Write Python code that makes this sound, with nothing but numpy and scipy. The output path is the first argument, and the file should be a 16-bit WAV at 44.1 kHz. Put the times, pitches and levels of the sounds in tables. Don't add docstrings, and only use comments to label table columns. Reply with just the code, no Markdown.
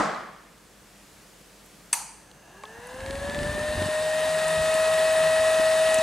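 import sys
import numpy as np
from scipy import signal
from scipy.io import wavfile
from scipy.ndimage import uniform_filter1d

SR = 44100
rng = np.random.default_rng(int(sys.argv[2]) if len(sys.argv) > 2 else 0)


def level_to_linear(level):
    exponent = np.asarray(level, float) / 20
    return 10 ** exponent


def wrap_up_sound(samples):
    columns = np.atleast_2d(samples).T
    tamed = np.clip(columns, -1, 1)
    steps = np.round(tamed * 32767).astype(np.int16)
    wavfile.write(sys.argv[1], SR, steps)


N = 265790
TIME = np.arange(N) / SR

# frequency in Hz, likeness from 0 to 1.
ROOM_SAME = [(60, 0.81), (150, 1), (380, 0.6), (950, 0.81), (2380, 0.79), (5980, 0.74), (15000, 1)]
# start in seconds, peak level in dB.
RELAY_BLOWS = [
    (1.9262, -33),
    (1.9281, -11),
    (1.9292, -2.5),
    (1.9321, -8.5),
    (1.9338, -15),
    (1.9362, -11),
    (1.9385, -19),
    (1.9404, -18),
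]
# time in seconds, level in dB.
NEAR = [(2.2, -3), (3.3, -4.5), (4.14, -2.5), (4.45, -1.5), (4.75, -0.85), (5.4, -0.3), (6.03, 0)]
# start in seconds, tick level in dB, jolt level in dB, jolt pitch in Hz.
SLIPS = [(2.948, -60, -33, 226), (3.004, -37, -40, 208), (3.061, -35, -35, 241), (3.107, -31.5, -24, 294),
         (3.153, -34, -34, 207), (3.198, -51.5, -35, 191), (3.252, -37, -29, 229), (3.296, -30, -25, 218),
         (3.345, -31.5, -27, 292), (3.388, -29, -23.5, 202), (3.43, -30, -24, 205), (3.472, -35, -25, 162)]


def evened(x):
    return x / np.sqrt(np.mean(x ** 2) + 1e-20)


def read(points, hz):
    f, value = np.transpose(points)
    return np.interp(np.log(hz + 1), np.log(f + 1), value)


def lifted(bands, hz):
    return sum(db / (1 + (2 * (hz - f) / width) ** 2) for f, width, db in bands)


def played(table, column):
    s, db = np.transpose(table)[[0, column]]
    return level_to_linear(np.interp(TIME, s, db)) * np.clip((TIME - s[0]) / 0.13, 0, 1)


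def add(mix, s, sound):
    part = mix[..., max(round(s * SR), 0):][..., :sound.shape[-1]]
    part += sound[..., :part.shape[-1]]


def band(x, lo_hz, hi_hz):
    edges = [lo_hz, min(hi_hz, SR / 2.2)]
    return signal.sosfilt(signal.butter(2, edges, "band", fs=SR, output="sos"), x)


def wander(top_hz):
    smooth = signal.butter(2, top_hz, fs=SR, output="sos")
    return evened(signal.sosfiltfilt(smooth, rng.standard_normal(N)))


def noise(colour_db, same, size, lead=0, patchy_db=0):
    frames = 4 * N // size + 5
    hz = np.fft.rfftfreq(size, 1 / SR)[:, None]
    a, b, c, d, patches = rng.standard_normal((frames, len(hz), 5)).T
    patches = evened(uniform_filter1d(uniform_filter1d(patches, 9, 0), 11, 1))
    like = np.clip(read(same, hz), -1, 1)
    lag = read(lead, hz) if lead else 0
    left = a + 1j * b
    right = like * left * np.exp(-1j * lag) + np.sqrt(1 - like ** 2) * (c + 1j * d)
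    gain = level_to_linear(colour_db(hz, np.arange(frames) * size / 4 / SR)) * np.ones(frames)
    gain /= np.sqrt(1.5 * (gain ** 2).sum(0).max())
    spectra = np.array([left, right]) * gain * level_to_linear(patchy_db * patches)
    return signal.istft(spectra, nperseg=size, noverlap=3 * size // 4)[1][:, :N]


def echo(s, db, colour, bands, t60):
    def colour_db(hz, t):
        return read(colour, hz) + lifted(bands, hz) - 60 * np.maximum(t - s, 0) / read(t60, hz)

    onset = np.sin(np.pi / 2 * np.clip((TIME - s) / 0.0025, 0, 1)) ** 2
    return level_to_linear(db) * noise(colour_db, ROOM_SAME, size=1024) * onset


def ring(modes):
    t = np.arange(4000) / SR
    swing_in = (1 - np.exp(-t / .00035)) ** 2
    return swing_in * sum(level_to_linear(db - 60 * t / t60) * np.sin(2 * np.pi * hz * t) for hz, db, t60 in modes)


def crunch(seconds):
    size = round(seconds * SR)
    main = np.arange(size) == size // 2
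    return main + .15 * signal.windows.hann(size) * rng.standard_normal(size)


def struck(modes, seconds, lo_hz, hi_hz):
    sound = np.convolve(crunch(seconds), ring(modes))
    sound = band(band(sound, lo_hz, hi_hz), lo_hz, hi_hz)
    return sound / abs(sound).max()


def blade_hz(t):
    start_s, top_hz, spin_up_s, sag_hz_per_s = 2.061, 642.2, .5516, 1.08
    since = np.maximum(t - start_s, .01)
    return top_hz * (1 - np.exp(-since / spin_up_s)) - sag_hz_per_s * since


def speed_db(t):
    return 20 * np.log10(blade_hz(t) / blade_hz(TIME[-1]))


def settling_db(hz, t):
    dip_db, length_s, edge_hz = -4.5, .8, 1500
    since = t - np.array([[0], [RELAY_BLOWS[1][0]]])
    dips = np.exp(-(since / length_s) ** 4) * (since >= 0)
    return dip_db * dips.sum(0) / (1 + (edge_hz / (hz + 1)) ** 2)


def room():
    # frequency in Hz, level in dB.
    far_hum = [(48.4, -66), (118.4, -74), (172.3, -72), (199.2, -68), (301.5, -70)]
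    # frequency in Hz, density in dB per Hz.
    air_colour = [(15, -30), (30, -11), (60, -20), (140, -15), (200, -11), (260, -18), (500, -16),
                  (800, -20), (1700, -21.5), (3500, -25.5), (8000, -26), (10500, -29.5), (15700, -38)]
    hum = 0
    for hz, db in far_hum:
        hum += np.sqrt(2) * level_to_linear(db + hz / 90 * wander(2.5)) * np.sin(2 * np.pi * hz * TIME)

    def colour_db(hz, t):
        return read(air_colour, hz) + settling_db(hz, t)

    return level_to_linear(-49) * noise(colour_db, ROOM_SAME, size=2048, patchy_db=.7) + hum


def breaker_echo():
    # frequency in Hz, density in dB per Hz.
    snap_colour = [(24, -61), (40, -36), (103, -35), (129, -28), (193, 2.5), (267, -15), (335, -7.5),
                   (566, -5), (610, -2), (1000, -6), (1110, -0.5), (2530, -23), (8200, -28), (14200, -56),
                   (15700, -66)]
    # frequency in Hz, width in Hz, lift in dB.
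    snap_bands = [(1200, 200, 2.6), (1760, 300, 2.6), (2040, 340, 2.5), (4930, 270, 2.8)]
    # frequency in Hz, time to fall by 60 dB in seconds.
    snap_t60 = [(60, 0.67), (250, 0.68), (800, 0.76), (1250, 0.79), (2000, 0.94), (3000, 0.96),
                (8000, 0.55), (15000, 0.46)]
    return echo(-.01, -17.5, snap_colour, snap_bands, snap_t60)


def shell_ticks():
    # start in seconds, peak in dB, centre in Hz, width in Hz.
    single_ticks = [
        (.145, -43, 4170, 590),
        (2.3137, -46, 3580, 2400),
        (2.3146, -51, 8000, 6000),
        (2.6534, -42, 3380, 1800),
        (2.6545, -55, 6500, 4000),
        (3.824, -31, 3000, 2500),
                    (1.6615, -48, 10800, 8000),
        (2.6355, -40, 4900, 8100),
        (2.871, -40.5, 9300, 5000),
        (4.482, -24.5, 8500, 2500),
        (4.741, -26, 9000, 2500),
        (5.128, -40, 13600, 2500),
        (5.943, -19.5, 8700, 3480),
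        (5.985, -26, 6600, 3500),
        (5.906, -34, 7500, 5000),
    ]
    slip_ticks = [(s + .0008, db, 3000, 3500) for s, db, *_ in SLIPS]
    fizz = [(s, db - 8.5, 7500, 4300) for s, db, *_ in slip_ticks]
    snap = (1 - np.exp(-TIME[:400] / .0005)) * np.exp(-TIME[:400] / .0013)
    out = np.zeros(N)
    for s, db, hz, width in slip_ticks + fizz + single_ticks:
        lo_hz, hi_hz = max(hz - width / 2, 900), hz + width / 2
        tick = band(rng.standard_normal(400) * snap, lo_hz, hi_hz)
        tick = band(tick, lo_hz, hi_hz)
        add(out, s, level_to_linear(db + 5.0) * tick / abs(tick).max())
    return out


def relay():
    # frequency in Hz, level in dB, time to fall by 60 dB in seconds.
    relay_modes = [(900, -28, .03), (1250, -21, .014), (1500, -20, .016), (1800, -19, .016),
                   (2150, -19, .016), (2570, -19, .022), (3400, -23, .01), (4550, -20, .014),
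                   (5500, -22, .008), (6300, -15, .012), (7400, -12, .006), (8350, 0, .0075),
                   (9200, -6, .006), (10340, 0, .006), (12000, -13, .005)]
    case_modes = [(704, -48, .12), (807, -47, 0.18), (875, -38, .35), (944, -35, 0.24), (965, -46, 0.18)]
    # frequency in Hz, density in dB per Hz.
    echo_colour = [(240, -58), (400, -32), (849, -9.5), (1120, -14), (1230, -11.5), (1770, -18),
                   (2640, -18.5), (3880, -22), (4600, -12.5), (5280, -23), (6150, -5.5), (7510, -16),
                   (8370, -17.5), (13500, -17), (15700, -25)]
    # frequency in Hz, width in Hz, lift in dB.
    echo_bands = [(900, 150, 3), (2500, 220, 2), (4600, 250, -1), (6360, 270, -6), (7800, 600, 0.5),
                  (8500, 620, 7), (9300, 500, 7), (10000, 480, 7.5)]
    # frequency in Hz, time to fall by 60 dB in seconds.
    echo_t60 = [(500, 0.2), (900, 0.81), (1400, 0.53), (2600, 0.77), (3600, 0.38), (4600, 0.69),
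                (6300, 0.51), (8400, 0.7), (14000, 0.16)]
    direct = np.zeros(N)
    for s, db in RELAY_BLOWS:
        add(direct, s, level_to_linear(db) * struck(relay_modes, .0005, 700, 12000))
    since = np.maximum(TIME - RELAY_BLOWS[2][0], 0)
    boom = sum(level_to_linear(db - 60 * since / t60) * np.sin(2 * np.pi * hz * since) for hz, db, t60 in case_modes)
    direct += (1 - np.exp(-since / .008)) * boom
    sides = np.array([direct * 1.3, np.roll(direct, shift=1) * .3 + direct * .9])
    return sides + echo(RELAY_BLOWS[1][0], -24.5, echo_colour, echo_bands, echo_t60)


def supply():
    start_s, idle_db, load_db = 1.95, -67.5, 11
    level = level_to_linear(idle_db + load_db * level_to_linear(6 * speed_db(TIME))) * np.clip((TIME - start_s) / .1, 0, 1)
    return level * evened(band(rng.standard_normal(N), 6020, 6450))


def motor_buzz():
    # time in seconds, level in dB.
    buzz_level = [(2.0, -63), (2.3, -62.5), (2.6, -52.5), (3.0, -45.5), (3.4, -47), (3.8, -43)]
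    # frequency in Hz, width in Hz, level in dB.
    windings = [(1663, 135, 1), (835, 440, 1), (2750, 240, -6.5)]
    shake = rng.standard_normal(N)
    buzz = sum(level_to_linear(db) * evened(band(shake, hz - w / 2, hz + w / 2)) for hz, w, db in windings)
    return played(buzz_level, column=1) * evened(buzz)


def fan_tones():
    # multiple of the blade rate, level in dB at full speed, power of speed it grows with.
    blade_tones = [(1, -33.5, 5.6), (2, -56.5, 2.8), (3, -53.5, 4.5), (4, -58.5, 4.6)]
    # multiple of shaft turns, level in dB at full speed.
    shaft_orders = [(1, -52), (3, -54), (9, -48), (11, -49), (12, -46), (29, -55), (42, -48.5), (56, -53.5)]
    # frequency in Hz, width in Hz, lift in dB.
    outlet = [(555, 57, 6.5), (661, 130, 12.5), (980, 224, 9.5), (1140, 110, 7.5), (1747, 198, 18),
              (1929, 280, 13), (2220, 200, 2.5), (2537, 81, 15)]
    outlet_narrow = [(1249, 9, -14), (1266, 36, 14), (2400, 40, 7), (2455, 30, -13), (2503, 14, 5),
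                     (2514, 8, -7)]
    nulls = [(559.3, 2.5, -14), (576.8, 2, -12), (596, 2.5, -10), (611.2, 1.5, -8), (615.3, 1, -5),
             (631.5, 5, -2.5)]
    hz = blade_hz(TIME)
    turns = np.cumsum(hz) / SR + 0.0026 * wander(25)
    near_db = np.interp(TIME, *np.transpose(NEAR))
    flutter_db = [0.52, 1.6, 1.3, 2.4]
    lead_rad, lean_db = [-.1, 0.46, 0.071, 0.2], [1., 1, 0.89, 0.22]
    side = np.array([[1], [-1]])
    out = np.zeros((2, N))
    for k, (_, db, power) in enumerate(blade_tones):
        path_db = near_db + lifted(outlet + outlet_narrow + nulls, (k + 1) * hz)
        level_db = db + power * speed_db(TIME) + path_db
        size = np.sqrt(2) * level_to_linear(level_db + flutter_db[k] * wander(22) + side * lean_db[k])
        out += size * np.sin(2 * np.pi * (k + 1) * turns + side * lead_rad[k] / 2)
    for order, db in shaft_orders:
        level = level_to_linear(db + 8 * speed_db(TIME) + 3.7 * wander(36))
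        out += level * np.sin(2 * np.pi * order / 7 * turns)
    return out


def fan_air():
    # frequency in Hz, density in dB per Hz.
    hiss_colour = [(24, -77), (40, -48), (318, -30), (566, -14.5), (641, -9.5), (726, -12), (1170, -26.5),
                   (1260, -17.5), (1500, -18.5), (1880, -17.5), (2350, -25), (2600, -21.5), (5780, -27.5),
                   (9290, -26.5), (15700, -49.5)]
    # frequency in Hz, width in Hz, lift in dB.
    duct = [(173, 22, 14.5), (433, 29, 7.5), (614, 146, -3.5), (1046, 235, 10), (1802, 200, 8),
            (2370, 180, 1.5), (2930, 1060, 2.5), (3350, 200, -4.5), (3576, 90, 6), (3970, 630, 4),
            (4470, 190, 2.5), (6020, 310, -7), (6030, 92, 10.5), (7760, 690, 3), (9400, 650, 4.5)]
    # blade rate in Hz, width in Hz, lift in dB.
    stall = [(573, 47, 4)]
    # frequency in Hz, likeness from 0 to 1.
    air_same = [(60, 1.0), (150, 0.72), (380, 0.79), (950, 0.78), (2380, 0.91), (5980, 0.97), (15000, 1)]
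    # frequency in Hz, phase lead in radians.
    air_lead = [(0, -0.031), (860, 0.46), (3100, 0.47), (5250, 0.6), (7840, 0.44), (8100, 0.092),
                (15400, -0.0)]

    def colour_db(hz, t):
        rush_db = -2.5 + lifted(stall, blade_hz(t))
        return read(hiss_colour, hz) + lifted(duct, hz) + rush_db / (1 + (hz / 2300) ** 4)

    air = noise(colour_db, air_same, size=1024, lead=air_lead, patchy_db=0.88)
    level = level_to_linear(-24 + 7.86 * speed_db(TIME) + 0.51 * wander(32)) * played(NEAR, column=1)
    return air * level * level_to_linear([[.6], [-.6]])


def bench():
    # middle in seconds, level in dB, pitch in Hz.
    leans = [
        (3.4, -39.5, 144),
        (3.81, -33, 93),
        (4.07, -47, 160),
        (4.2, -50, 159.5),
        (4.35, -44, 161.7),
        (4.47, -49, 159.4),
        (4.59, -43.5, 160.3),
        (5.25, -44.5, 159.4),
    ]
    mode = evened(band(rng.standard_normal(N), 158.5, 164.4))
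    out = level_to_linear(-56 + 5.5 * speed_db(TIME)) * mode
    for s, db, hz in leans:
        swell = np.exp(-((TIME - s) / 0.06) ** 2)
        out += np.sqrt(2) * level_to_linear(db) * swell * np.sin(2 * np.pi * hz * TIME)
    return out


def shell_knock():
    # frequency in Hz, level in dB, time to fall by 60 dB in seconds.
    shell_modes = [(1080, 2, .04), (900, -2, .03), (1400, -4, .015), (1800, -3, .012), (2300, -1, .014),
                   (2900, -4, .012), (3700, -5, .012), (4800, -8, .008), (600, -3, .02), (260, -18, .04)]
    out = np.zeros(N)
    add(out, 2.6352, level_to_linear(-29) * struck(shell_modes, .002, 150, 7000))
    return out


def body_jolts():
    # middle in seconds, peak level in dB, pitch in Hz.
    bumps = [(2.785, -43, 80), (2.991, -38, 72), (2.788, -37, 260), (3.494, -22, 150), (3.535, -31, 71.5),
             (3.551, -23.5, 230), (3.58, -24, 287), (3.611, -27.5, 84.5), (3.632, -30, 240),
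             (3.687, -28, 82), (3.685, -31, 193), (3.751, -26, 197), (3.781, -23, 260), (3.819, -18, 230),
             (3.76, -28, 45), (3.862, -22, 172), (3.887, -24, 256), (3.939, -42, 53.6), (4.578, -28, 110),
             (4.594, -24, 159), (4.606, -28, 65), (4.75, -26, 259), (5.587, -37, 201), (5.598, -19, 287),
             (5.888, -31, 226), (5.988, -27, 248), (5.997, -28, 280)]
    jolts = [(s - 0.0043, db, hz) for s, _, db, hz in SLIPS]
    thumps = [(s + 0.0236, -29.5, 72) for s, *_ in SLIPS[1:]]
    moves = jolts + thumps + bumps
    out = np.zeros((2, N))
    for (s, db, hz), (phase, skew) in zip(moves, rng.uniform(0, 2 * np.pi, (len(moves), 2))):
        u = np.arange(-2, 3, hz / SR)
        shape = np.exp(-(u / np.where(u < 0, .5, .9)) ** 2)
        apart = np.array([[1], [-1]]) * np.cos(skew) * min(hz / 300, 1) ** 2
        sag = 0.37 * np.sin(skew) * u ** 2
        add(out, s - 2 / hz, level_to_linear(db - 3.0) * shape * np.cos(2 * np.pi * (u + sag) + phase + apart))
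    return out


def grip_rumble():
    # time in seconds, rumble level in dB.
    grip_level = [(2.86, -57), (3.04, -44), (3.16, -44), (3.26, -41), (3.42, -31), (3.64, -41.5),
                  (3.82, -36), (3.95, -61), (4.1, -85)]
    # frequency in Hz, density in dB per Hz.
    grip_colour = [(30, -0.5), (60, -3), (130, -10), (220, -4.5), (400, -11.5), (600, -9.5), (1200, -52)]
    rumble = noise(lambda hz, t: read(grip_colour, hz), ROOM_SAME, size=2048)
    shaken = level_to_linear(-45 + 5.5 * speed_db(TIME))
    return (played(grip_level, column=1) + shaken) * level_to_linear(0.5 + 2.1 * wander(18)) * rumble


def scene():
    drive = relay() + supply() + motor_buzz() + fan_tones() + fan_air()
    handling = shell_ticks() + bench() + shell_knock() + body_jolts() + grip_rumble()
    return room() + breaker_echo() + drive + handling


def low_pass(x):
    return signal.sosfilt(signal.butter(12, 15850, fs=SR, output="sos"), x)


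def record(dry):
    mid, side = (dry[0] + dry[1]) / 2, (dry[0] - dry[1]) / 2
    mid = signal.sosfilt(signal.butter(4, 34, "high", fs=SR, output="sos"), mid)
    side = signal.sosfilt(signal.butter(2, 110, "high", fs=SR, output="sos"), side)
    edge = signal.firwin(511, 15800, window=("kaiser", 9), fs=SR)[None]
    mix = signal.oaconvolve(np.array([mid + side, mid - side]), edge, "same")
    return low_pass(mix)


dry = scene()
out = record(dry)
wrap_up_sound(out)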